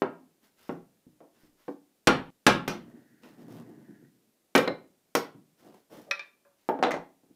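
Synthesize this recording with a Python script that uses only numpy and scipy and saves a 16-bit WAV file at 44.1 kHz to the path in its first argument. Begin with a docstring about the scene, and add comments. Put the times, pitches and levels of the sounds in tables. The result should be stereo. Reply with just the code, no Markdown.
"""Holdfast clamps at a workbench

Close stereo microphone in a small workshop. Two wooden clamps drop into the bench, a mallet drives them
home on a beam and knocks them loose; they slide out, clack together and are laid down.
Blows ring the bench and the struck piece; shoving and sliding are random stick-slips coloured by the wood.
A faint narrow hiss, dense random pulses around 1.8 kHz, is heard during the shoving.
The room answers with decaying noise, and the hardest blows overload the microphone."""
import sys
import numpy as np
from scipy import signal
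from scipy.fft import rfft, irfft, next_fast_len
from scipy.io import wavfile

SR = 44100
rng = np.random.default_rng(int(sys.argv[2]) if len(sys.argv) > 2 else 0)


def wav_out(sig):
    """Save sig, one row per channel (or a flat mono array), as 16-bit PCM at SR to the path in sys.argv[1]."""
    wavfile.write(sys.argv[1], SR, np.round(np.clip(np.atleast_2d(sig).T, -1, 1) * 32767).astype(np.int16))


N = 324135

# Quiet air and microphone hiss: pitch_hz, level_db (relative)
FLOOR_COLOUR = [(25, -16), (65, -15), (110, -8), (200, -1), (330, 0), (550, -4), (1000, -13), (3000, -15),
                (14000, -16)]
FLOOR_DB = -70  # rms
# Decay of the workshop: pitch_hz, t60_s
ROOM_DECAY = [(80, 0.58), (170, .66), (300, 0.29), (700, 0.36), (1500, 0.29), (3500, 0.3), (6000, 0.21),
              (12000, 0.22)]
# Colour of the workshop's answer: pitch_hz, level_db
ROOM_COLOUR = [(60, -4.5), (200, 0.5), (500, -4), (1500, -1), (4000, -4), (9000, -9), (15000, -12)]
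# Difference between the microphone's two ports in diffuse sound: pitch_hz, side_db
SIDE_COLOUR = [(60, -8), (150, -18), (250, -20.5), (700, -17.5), (1400, -10.5), (3000, -4), (6000, 0),
               (12000, 1)]
# Faint narrow hiss around 1.8 kHz during the shoving: pitch_hz, level_db (relative)
HISS_COLOUR = [(1000, -36), (1500, -9), (1750, -4), (1900, -7), (2200, -18.5), (3200, -31)]
# Span of the narrow hiss: start_s, end_s
HISS_SPAN = (2.85, 4.05)
HISS_PULSES_PER_S = 3000
# Effort of the hands on the clamped beam: start_s, effort_db
SHOVE = [(2.78, -55), (2.96, -56), (3.178, -68), (3.262, -57.5), (3.58, -49.5), (3.75, -56), (3.928, -59),
         (4.1, -68), (4.3, -73)]
# Rumble of the whole bench: pitch_hz, level_db (relative)
RUMBLE_COLOUR = [(30, -27.5), (80, -28), (115, -3.5), (165, 1), (290, 3), (390, -4.5), (520, -17.5),
                 (900, -29), (2000, -59)]
# Creak of the bench top: pitch_hz, level_db (relative)
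CREAK_COLOUR = [(200, 2.5), (450, 4), (600, 4), (900, -5.5), (1400, -15), (2500, -21), (6000, -26)]
CREAK_DB, CREAK_GROWS = -2.5, 1.9  # creak over rumble at full effort; its dB per dB of effort
CREAK_SLIPS_PER_S, SCRAPE_SLIPS_PER_S = 450, 1500
# Wood and sleeves slide over wood; a shaft binding in its hole judders the bench:
# start_s, length_s, scrape_db, judder_db
STROKES = [ (0.409, 0.043, -63.5, -68.5), (0.56, 0.16, -62.5, -77), (1.325, 0.14, -69.5, -73.5),
           (1.566, 0.14, -67, -86), (3.21, 0.079, -62.5, -64.5), (3.372, 0.026, -62.5, -64),
           (3.486, 0.026, -57, -71), (3.566, 0.027, -75, -75), (5.567, 0.036, -62.5, -67.5),
           (5.618, 0.12, -78, -58), (5.738, 0.045, -67.5, -76), (5.894, .1, -59.5, -54),
           (5.993, 0.11, -74.5, -74), (6.556, 0.13, -73, -88)]
# Dry scrape: pitch_hz, level_db (relative)
SCRAPE_COLOUR = [(300, -7.5), (900, -2.5), (1900, -4), (3000, -6), (5500, -5), (8000, -11), (15000, -6.5)]
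STROKE_ATTACK_S, STROKE_RELEASE_S = 0.038, 0.29  # rise time; time to fall 60 dB
JUDDER_RUMBLE_DB = -3.5  # rumble relative to the judder's creak
# Joints and feet of the bench give way: start_s, peak_db
JOLTS = [(3.423, -45), (3.502, -42.5), (3.553, -41.5), (3.694, -43), (3.776, -43), (3.884, -42),
         (4.024, -45.5), (5.345, -43), (5.927, -56.5)]
# Bright ticks of jarred shafts: start_s, level_db, top_db (gain from 13 kHz up)
CHATTER = [(2.68, -26.5, -2.5), (4.56, -15.5, -2.5), (5.152, -12.5, -9.5), (5.16, -32, -3.5),
           (5.171, -25, -7), (6.111, -32, -12), (6.69, -42.5, 2), (6.8288, -23.5, -44), (6.908, -28.5, -17),
           (6.917, -25, -23)]
# Colour of the ticks below their top: pitch_hz, level_db
CHATTER_COLOUR = [(1500, -30), (4000, -9.5), (5600, -3), (7500, -12)]
# Loose clamps meet in the hand: start_s, level_db, lowest_hz, highest_hz, room_db
CLACKS = [(6.067, -36.5, 301, 646, 14), (6.111, -22, 770, 5000, -4), (6.1941, -36.5, 347, 5250, -0.5),
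          (6.45, -47, 300, 1326, 3)]
# Modes of a loose clamp: pitch_hz, level_db, t60_s
CLAMP_MODES = [(565, -14, .25), (1184, -12, .08), (1373, -15, .08), (1610, -12, .06), (1750, -9, .06),
               (1906, -9, .05), (2363, -2, .06), (2530, -1, .08), (3634, -14, .05), (3941, -7, .035),
               (4700, -11, .035), (5300, -7, .025), (5825, -10, .025)]
CLACK_ATTACK_S = 0.002
# Arms jarred half free ring at a pitch set by the wedged shaft: start_s, pitch_hz, level_db, t60_s
ARM_RINGS = [(2.678, 2440, -33.5, 0.047), (4.5526, 2333, -18.5, 0.052), (4.6764, 2100, -27.5, 0.052),
             (4.6784, 4040, -25.5, 0.02), (4.6764, 5160, -35, 0.017)]
# Knocks on the bench: start_s, level_db, contact_hz (higher is harder), weight_db (bass lift),
# note_hz (of the struck piece), note_lift_db, room_db
BLOWS = [ (0.02, -24, 1086, -7, 384, 4.5, -3), (0.6933, -32.5, 960, 7, 197, 6.5, -1),
         (1.067, -55, 320, 20, 282, 10.5, -3), (1.205, -52, 730, -12, 640, 10, 1),
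         (1.435, -60, 800, 34, 306, 10, 2), (1.681, -35.5, 634, -17, 277, 8.5, -7),
         (2.072, -14, 3750, 20.5, 1385, 5.5, -1.5), (2.466, -12, 4070, 19.5, 1366, 6.5, -0.5),
         (2.678, -29.5, 2880, 21.5, 191, 10, -0.5), (2.686, -38, 4020, 20, 5770, 10, 11.5),
         (3.234, -57.5, 3220, -4, 2530, 3, 6), (4.5514, -16, 2740, 3, 266.3, 10.5, -4.5),
         (4.577, -22.5, 3480, 7.5, 510, 14, 0.5), (4.6763, -27, 1720, 8, 540, 11, -6),
         (5.1519, -22, 2490, -1.5, 500, 10, -3.5), (5.916, -48.5, 800, -3, 542, 11, 15),
         (6.6893, -24.5, 845, -16.5, 867, 12.5, -1.5), (6.79, -37, 895, 2, 647, 10, -4),
         (6.827, -22, 1540, -19.5, 790, 13, -2), (6.836, -26, 1740, -10, 3800, 11.5, 0),
         (6.868, -29, 1250, -19, 644, 13, 5.5), (6.9082, -34.5, 1600, 2, 2020, 22.5, -1),
         (6.918, -36.5, 2140, 7, 680, 9, -10), (6.941, -34.5, 1520, -7, 585, 10, -12),
         (6.966, -40.5, 1660, 14, 855, 13, -17), (6.992, -47.5, 1200, 16, 480, 4, -21),
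         (7.235, -64, 544, 10, 289, 2, -0.5), (7.301, -58.5, 350, 8, 288, 15.5, -6)]
# Resonances of the bench top with the beam on it: pitch_hz, width_hz, lift_db
BENCH_RESONANCES = [(168, 35, 5), (252, 20, 5), (278, 18, 7), (375, 22, 6), (493, 22, 7), (835, 30, 6),
                    (1073, 45, 4), (1296, 55, 4), (1385, 30, 4), (1509, 30, 4), (1629, 60, 2),
                    (1843, 45, 3), (2100, 40, 3), (2368, 35, 4), (2803, 45, 3), (3012, 35, 3),
                    (3462, 35, 3), (4350, 40, 4)]
# The bench under an ideally hard tap: pitch_hz, level_db
TAP_RESPONSE = [(30, -33), (80, -26.5), (170, -9.5), (330, -1.5), (800, -3.5), (2000, -3), (5000, -0.5),
                (13000, 3.5)]
# Decay of the wood's crowded overtones: pitch_hz, t60_s
WOOD_DECAY = [(60, 0.24), (300, 0.14), (800, 0.15), (2000, 0.064), (5000, 0.028), (12000, 0.051)]
CONTACT_ORDER = 3.15  # steepness of the fall above a contact's corner
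WEIGHT_HZ = 162.9  # a blow's weight acts mainly below this
BLOW_S = 0.041  # time over which a blow's level is reckoned
HUSH_S = 2.304  # the ring of every blow begun before this drops here
GLANCE_DB, GLANCE_HZ, GLANCE_T60_S = -7, 7040, 0.018  # bench-top reflections: level, low cut, decay
TOP_HZ = 15500  # band limit of the microphone chain

LENGTH = 32768  # samples in one short sound
T = np.arange(LENGTH) / SR
HZ = np.fft.rfftfreq(LENGTH, 1 / SR)


def amp(db):
    """Decibels to gain."""
    return 10 ** (np.asarray(db) / 20)


def unit(x):
    """Scale to rms 1."""
    return x / np.sqrt(np.mean(x ** 2) + 1e-20)


def along(points, hz):
    """Interpolate (Hz, value) points on a log frequency axis."""
    f, value = np.transpose(points)
    return np.interp(np.log(hz + 1), np.log(f + 1), value)


def fade(t60, t=T):
    """Exponential decay, 60 dB down at t60."""
    return np.exp(-np.log(1000) * t / np.maximum(t60, 1e-4))


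def envelope(start, length, attack, release):
    """Rise from the start, and die away once the length is over."""
    t = np.arange(N) / SR - start
    rise = np.clip(t / max(attack, 1e-3), 0, 1)
    return rise * fade(release, np.maximum(t - length, 0))


def add(track, s, sound):
    """Mix a sound in at time s."""
    start = round(s * SR)
    part = sound[:, :N - start]
    track[:, start:start + part.shape[1]] += part


def filtered(x, response):
    """Multiply the spectrum of x by a response of frequency."""
    size = x.shape[-1]
    padded = next_fast_len(size + 8192)
    gain = response(np.fft.rfftfreq(padded, 1 / SR))
    return irfft(rfft(x, padded) * gain, padded)[..., :size]


def coloured(x, points):
    """Causal minimum-phase filter through (Hz, dB) points, so that attacks stay sharp."""
    cepstrum = irfft(np.log(amp(along(points, HZ))))
    # Fold the cepstrum onto positive time.
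    cepstrum[1:LENGTH // 2] *= 2
    cepstrum[LENGTH // 2 + 1:] = 0
    impulse = irfft(np.exp(rfft(cepstrum)))
    return signal.fftconvolve(x, impulse[None], axes=1)[:, :x.shape[1]]


def low_cut(x, corner_hz):
    """Second-order high-pass; small pieces of wood radiate little bass."""
    return signal.sosfilt(signal.butter(2, corner_hz, "highpass", fs=SR, output="sos"), x)


def dying_noise(t60s):
    """Noise of unit energy, even over frequency, each frequency dying at its own speed."""
    hz, t, bins = signal.stft(rng.standard_normal(LENGTH), SR, nperseg=128)
    t60 = np.maximum(along(t60s, hz), 0.003)[:, None]
    decaying = bins * fade(t60, t) / np.sqrt(t60)
    x = signal.istft(decaying, SR, nperseg=128)[1][:LENGTH]
    return x / np.linalg.norm(x)


def diffuse(mid, side):
    """Sound from all around differs between the ports mostly in the treble."""
    side = filtered(side, lambda hz: amp(along(SIDE_COLOUR, hz)))
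    return np.array([mid + side, mid - side])


def glance(size=1024):
    """First treble reflections off the bench top, different at each port."""
    burst = rng.standard_normal((2, size)) * fade(GLANCE_T60_S, T[:size])
    scatter = unit(burst) / np.sqrt(size)
    return np.pad(amp(GLANCE_DB) * low_cut(scatter, GLANCE_HZ), [(0, 0), (0, LENGTH - size)])


def in_room(x, wet_db, lead_samples=0.29, build_up=0.023):
    """Direct sound, a little earlier on the left, its first reflections and a fresh workshop tail."""
    tail = diffuse(dying_noise(ROOM_DECAY), dying_noise(ROOM_DECAY)) * (1 - fade(build_up))
    answer = glance() + amp(wet_db) * coloured(tail, ROOM_COLOUR)
    lead = lead_samples * np.array([[1], [-1]])  # half the lead on each port
    direct = filtered(x, lambda hz: np.exp(1j * np.pi * hz / SR * lead))
    return direct + signal.fftconvolve(x[None], answer, axes=1)[:, :len(x)]


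def floor():
    """Quiet room air and microphone hiss: coloured diffuse noise."""
    noise = diffuse(*rng.standard_normal((2, N)))
    return amp(FLOOR_DB) * unit(coloured(noise, FLOOR_COLOUR))


def random_pulses(rate, spread_db):
    """Tiny pulses at random moments and of random sizes."""
    moments = rng.random(N) < rate / SR
    return moments * rng.standard_normal(N) * amp(spread_db * rng.standard_normal(N))


def pulse_run(colour, rate, spread_db, wet_db):
    """A steady run of random pulses, set in the room and coloured, at rms 1."""
    return unit(coloured(in_room(random_pulses(rate, spread_db), wet_db), colour))


def narrow_hiss(level_db=-72):
    """Faint narrow hiss around 1.8 kHz: dense random pulses through a narrow colour."""
    start, end = HISS_SPAN
    hiss = pulse_run(HISS_COLOUR, rate=HISS_PULSES_PER_S, spread_db=4.5, wet_db=3)
    return amp(level_db) * hiss * envelope(start, end - start, attack=0.032, release=0.31)


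def rumble():
    """Stick and slip: small slips in the joints shake the whole bench."""
    return pulse_run(RUMBLE_COLOUR, rate=210, spread_db=2.5, wet_db=6.5)


def creak(bass_hz=230):
    """The same kind of slips ring the bench top."""
    ringing_top = pulse_run(CREAK_COLOUR, rate=CREAK_SLIPS_PER_S, spread_db=3.5, wet_db=5.5)
    return unit(low_cut(ringing_top, bass_hz))


def shoving(shake, grind):
    """The bench rumbles with the effort and creaks more as it grows."""
    s, db = np.transpose(SHOVE)
    effort_db = np.interp(np.arange(N) / SR, s, db, left=-120, right=-120)
    creak_db = db.max() + CREAK_DB + CREAK_GROWS * (effort_db - db.max())
    return amp(effort_db) * shake + amp(creak_db) * grind


def strokes(shake, grind):
    """Dry grain catches in a dense run of tiny slips; the same stroke drives the judder."""
    scrape = pulse_run(SCRAPE_COLOUR, rate=SCRAPE_SLIPS_PER_S, spread_db=3.0, wet_db=9)
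    judder = grind + amp(JUDDER_RUMBLE_DB) * shake
    out = np.zeros((2, N))
    for s, length, scrape_db, judder_db in STROKES:
        sliding = amp(scrape_db) * scrape + amp(judder_db) * judder
        out += envelope(s, length, STROKE_ATTACK_S, STROKE_RELEASE_S) * sliding
    return out


def jolts():
    """A joint or foot gives way with one dull bump."""
    out = np.zeros((2, N))
    for s, peak_db in JOLTS:
        jolt = coloured(in_room(dying_noise(WOOD_DECAY), wet_db=-0.5), RUMBLE_COLOUR)
        add(out, s, amp(peak_db) * jolt / np.abs(jolt).max())
    return out


def chatter(t60=0.023):
    """A jarred shaft ticks against the wood around it: a short bright noise burst."""
    out = np.zeros((2, N))
    for s, db, top_db in CHATTER:
        tick = in_room(rng.standard_normal(LENGTH) * fade(t60), wet_db=4.5)
        add(out, s, amp(db) * coloured(tick, [*CHATTER_COLOUR, (13000, top_db)]))
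    return out


def ringing(modes, scatter_db, attack):
    """Damped modes, struck at slightly new strengths each time."""
    hz, db, t60 = np.transpose(modes)[:, :, None]
    sign = rng.choice([-1, 1], hz.shape)
    size = amp(db + scatter_db * rng.standard_normal(hz.shape)) * sign
    tones = size * fade(t60) * np.sin(2 * np.pi * hz * T)
    return tones.sum(0) * (1 - fade(attack))


def strike(push_db=-7):
    """The single push of a contact, with the crowded overtones of the wood."""
    return amp(push_db) * (T == 0) + dying_noise(WOOD_DECAY)


def clacks(crack_db=23):
    """Free clamps ring high and clear; grip and hardness of the contact set which modes wake."""
    out = np.zeros((2, N))
    for s, db, low_hz, high_hz, room_db in CLACKS:
        modes = ringing(CLAMP_MODES, scatter_db=4.0, attack=CLACK_ATTACK_S)
        clack = modes + amp(crack_db) * strike()
        softness = signal.butter(5, high_hz, fs=SR, output="sos")
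        clack = low_cut(signal.sosfilt(softness, clack), low_hz)
        add(out, s, amp(db) * in_room(clack, wet_db=room_db))
    return out


def arm_rings(wet_db=-3):
    """The jarred arm rings briefly in a few clear modes."""
    out = np.zeros((2, N))
    for s, hz, db, t60 in ARM_RINGS:
        ring = ringing([(hz, db, t60)], scatter_db=1.0, attack=0.003)
        add(out, s, in_room(ring, wet_db))
    return out


def lift(resonances):
    """Gain in dB of (Hz, width, dB) resonances standing on a flat response."""
    hz, width, db = np.transpose(resonances)[:, :, None]
    peaks = (amp(np.abs(db)) ** 2 - 1) / (1 + (2 * (HZ - hz) / width) ** 2)
    return 10 * np.log10(1 + peaks.sum(0))


def blow_shape(contact_hz, weight_db, note):
    """Spectrum in dB at unit mean power: bench resonances, dulled by softness, deepened by weight."""
    db = along(TAP_RESPONSE, HZ) + lift([*BENCH_RESONANCES, note])
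    db = db + weight_db / (1 + (HZ / WEIGHT_HZ) ** 2)
    db = db - CONTACT_ORDER * 10 * np.log10(1 + (HZ / contact_hz) ** 2)
    return db - 10 * np.log10(np.mean(amp(db) ** 2))


def band_power(power, edges):
    """Centres of the bands and their summed power in dB."""
    centres = np.sqrt(edges[1:] * edges[:-1])
    return centres, 10 * np.log10(np.histogram(HZ, edges, weights=power)[0])


def evened(x, count=26):
    """Flatten the broad colour of a noisy burst and keep its fine grain."""
    edges = np.geomspace(30, 15000, count) + 3 * np.arange(count)  # Hz
    centres, flat_db = band_power(np.ones(len(HZ)), edges)
    for _ in range(2):
        own_db = band_power(np.abs(rfft(x.mean(0))) ** 2, edges)[1]
        x = coloured(x, np.transpose([centres, flat_db - own_db]))
    return x


def blows(note_width=0.14, hush_db=-19):
    """Each contact rings the bench and the struck piece, and the room answers."""
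    out = np.zeros((2, N))
    for s, db, contact_hz, weight_db, note_hz, note_db, room_db in BLOWS:
        note = (note_hz, note_width * note_hz, note_db)
        shape_db = blow_shape(contact_hz, weight_db, note)
        burst = evened(in_room(strike(), wet_db=room_db))
        knock = coloured(burst, np.transpose([HZ, shape_db]))
        if s < HUSH_S:
            knock = knock * np.where(s + T < HUSH_S, 1, amp(hush_db))
        add(out, s, amp(db) * np.sqrt(BLOW_S * SR) * knock)
    return out


def scene():
    """All but the quiet of the room is slightly to the left."""
    shake, grind = rumble(), creak()
    near = narrow_hiss() + shoving(shake, grind) + strokes(shake, grind) + jolts()
    near = near + chatter() + clacks() + arm_rings() + blows()
    left_db = 0.27  # left raised and right lowered by this
    return near * amp([[left_db], [-left_db]]) + floor()


def record(dry, top=0.38, hardness=6):
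    """The hardest blows flatten against the input's ceiling; a steep cut limits the band."""
    clipped = dry / (1 + np.abs(dry / top) ** hardness) ** (1 / hardness)
    return filtered(clipped, lambda hz: 1 / (1 + (hz / TOP_HZ) ** 120))


dry = scene()
out = record(dry)
wav_out(out)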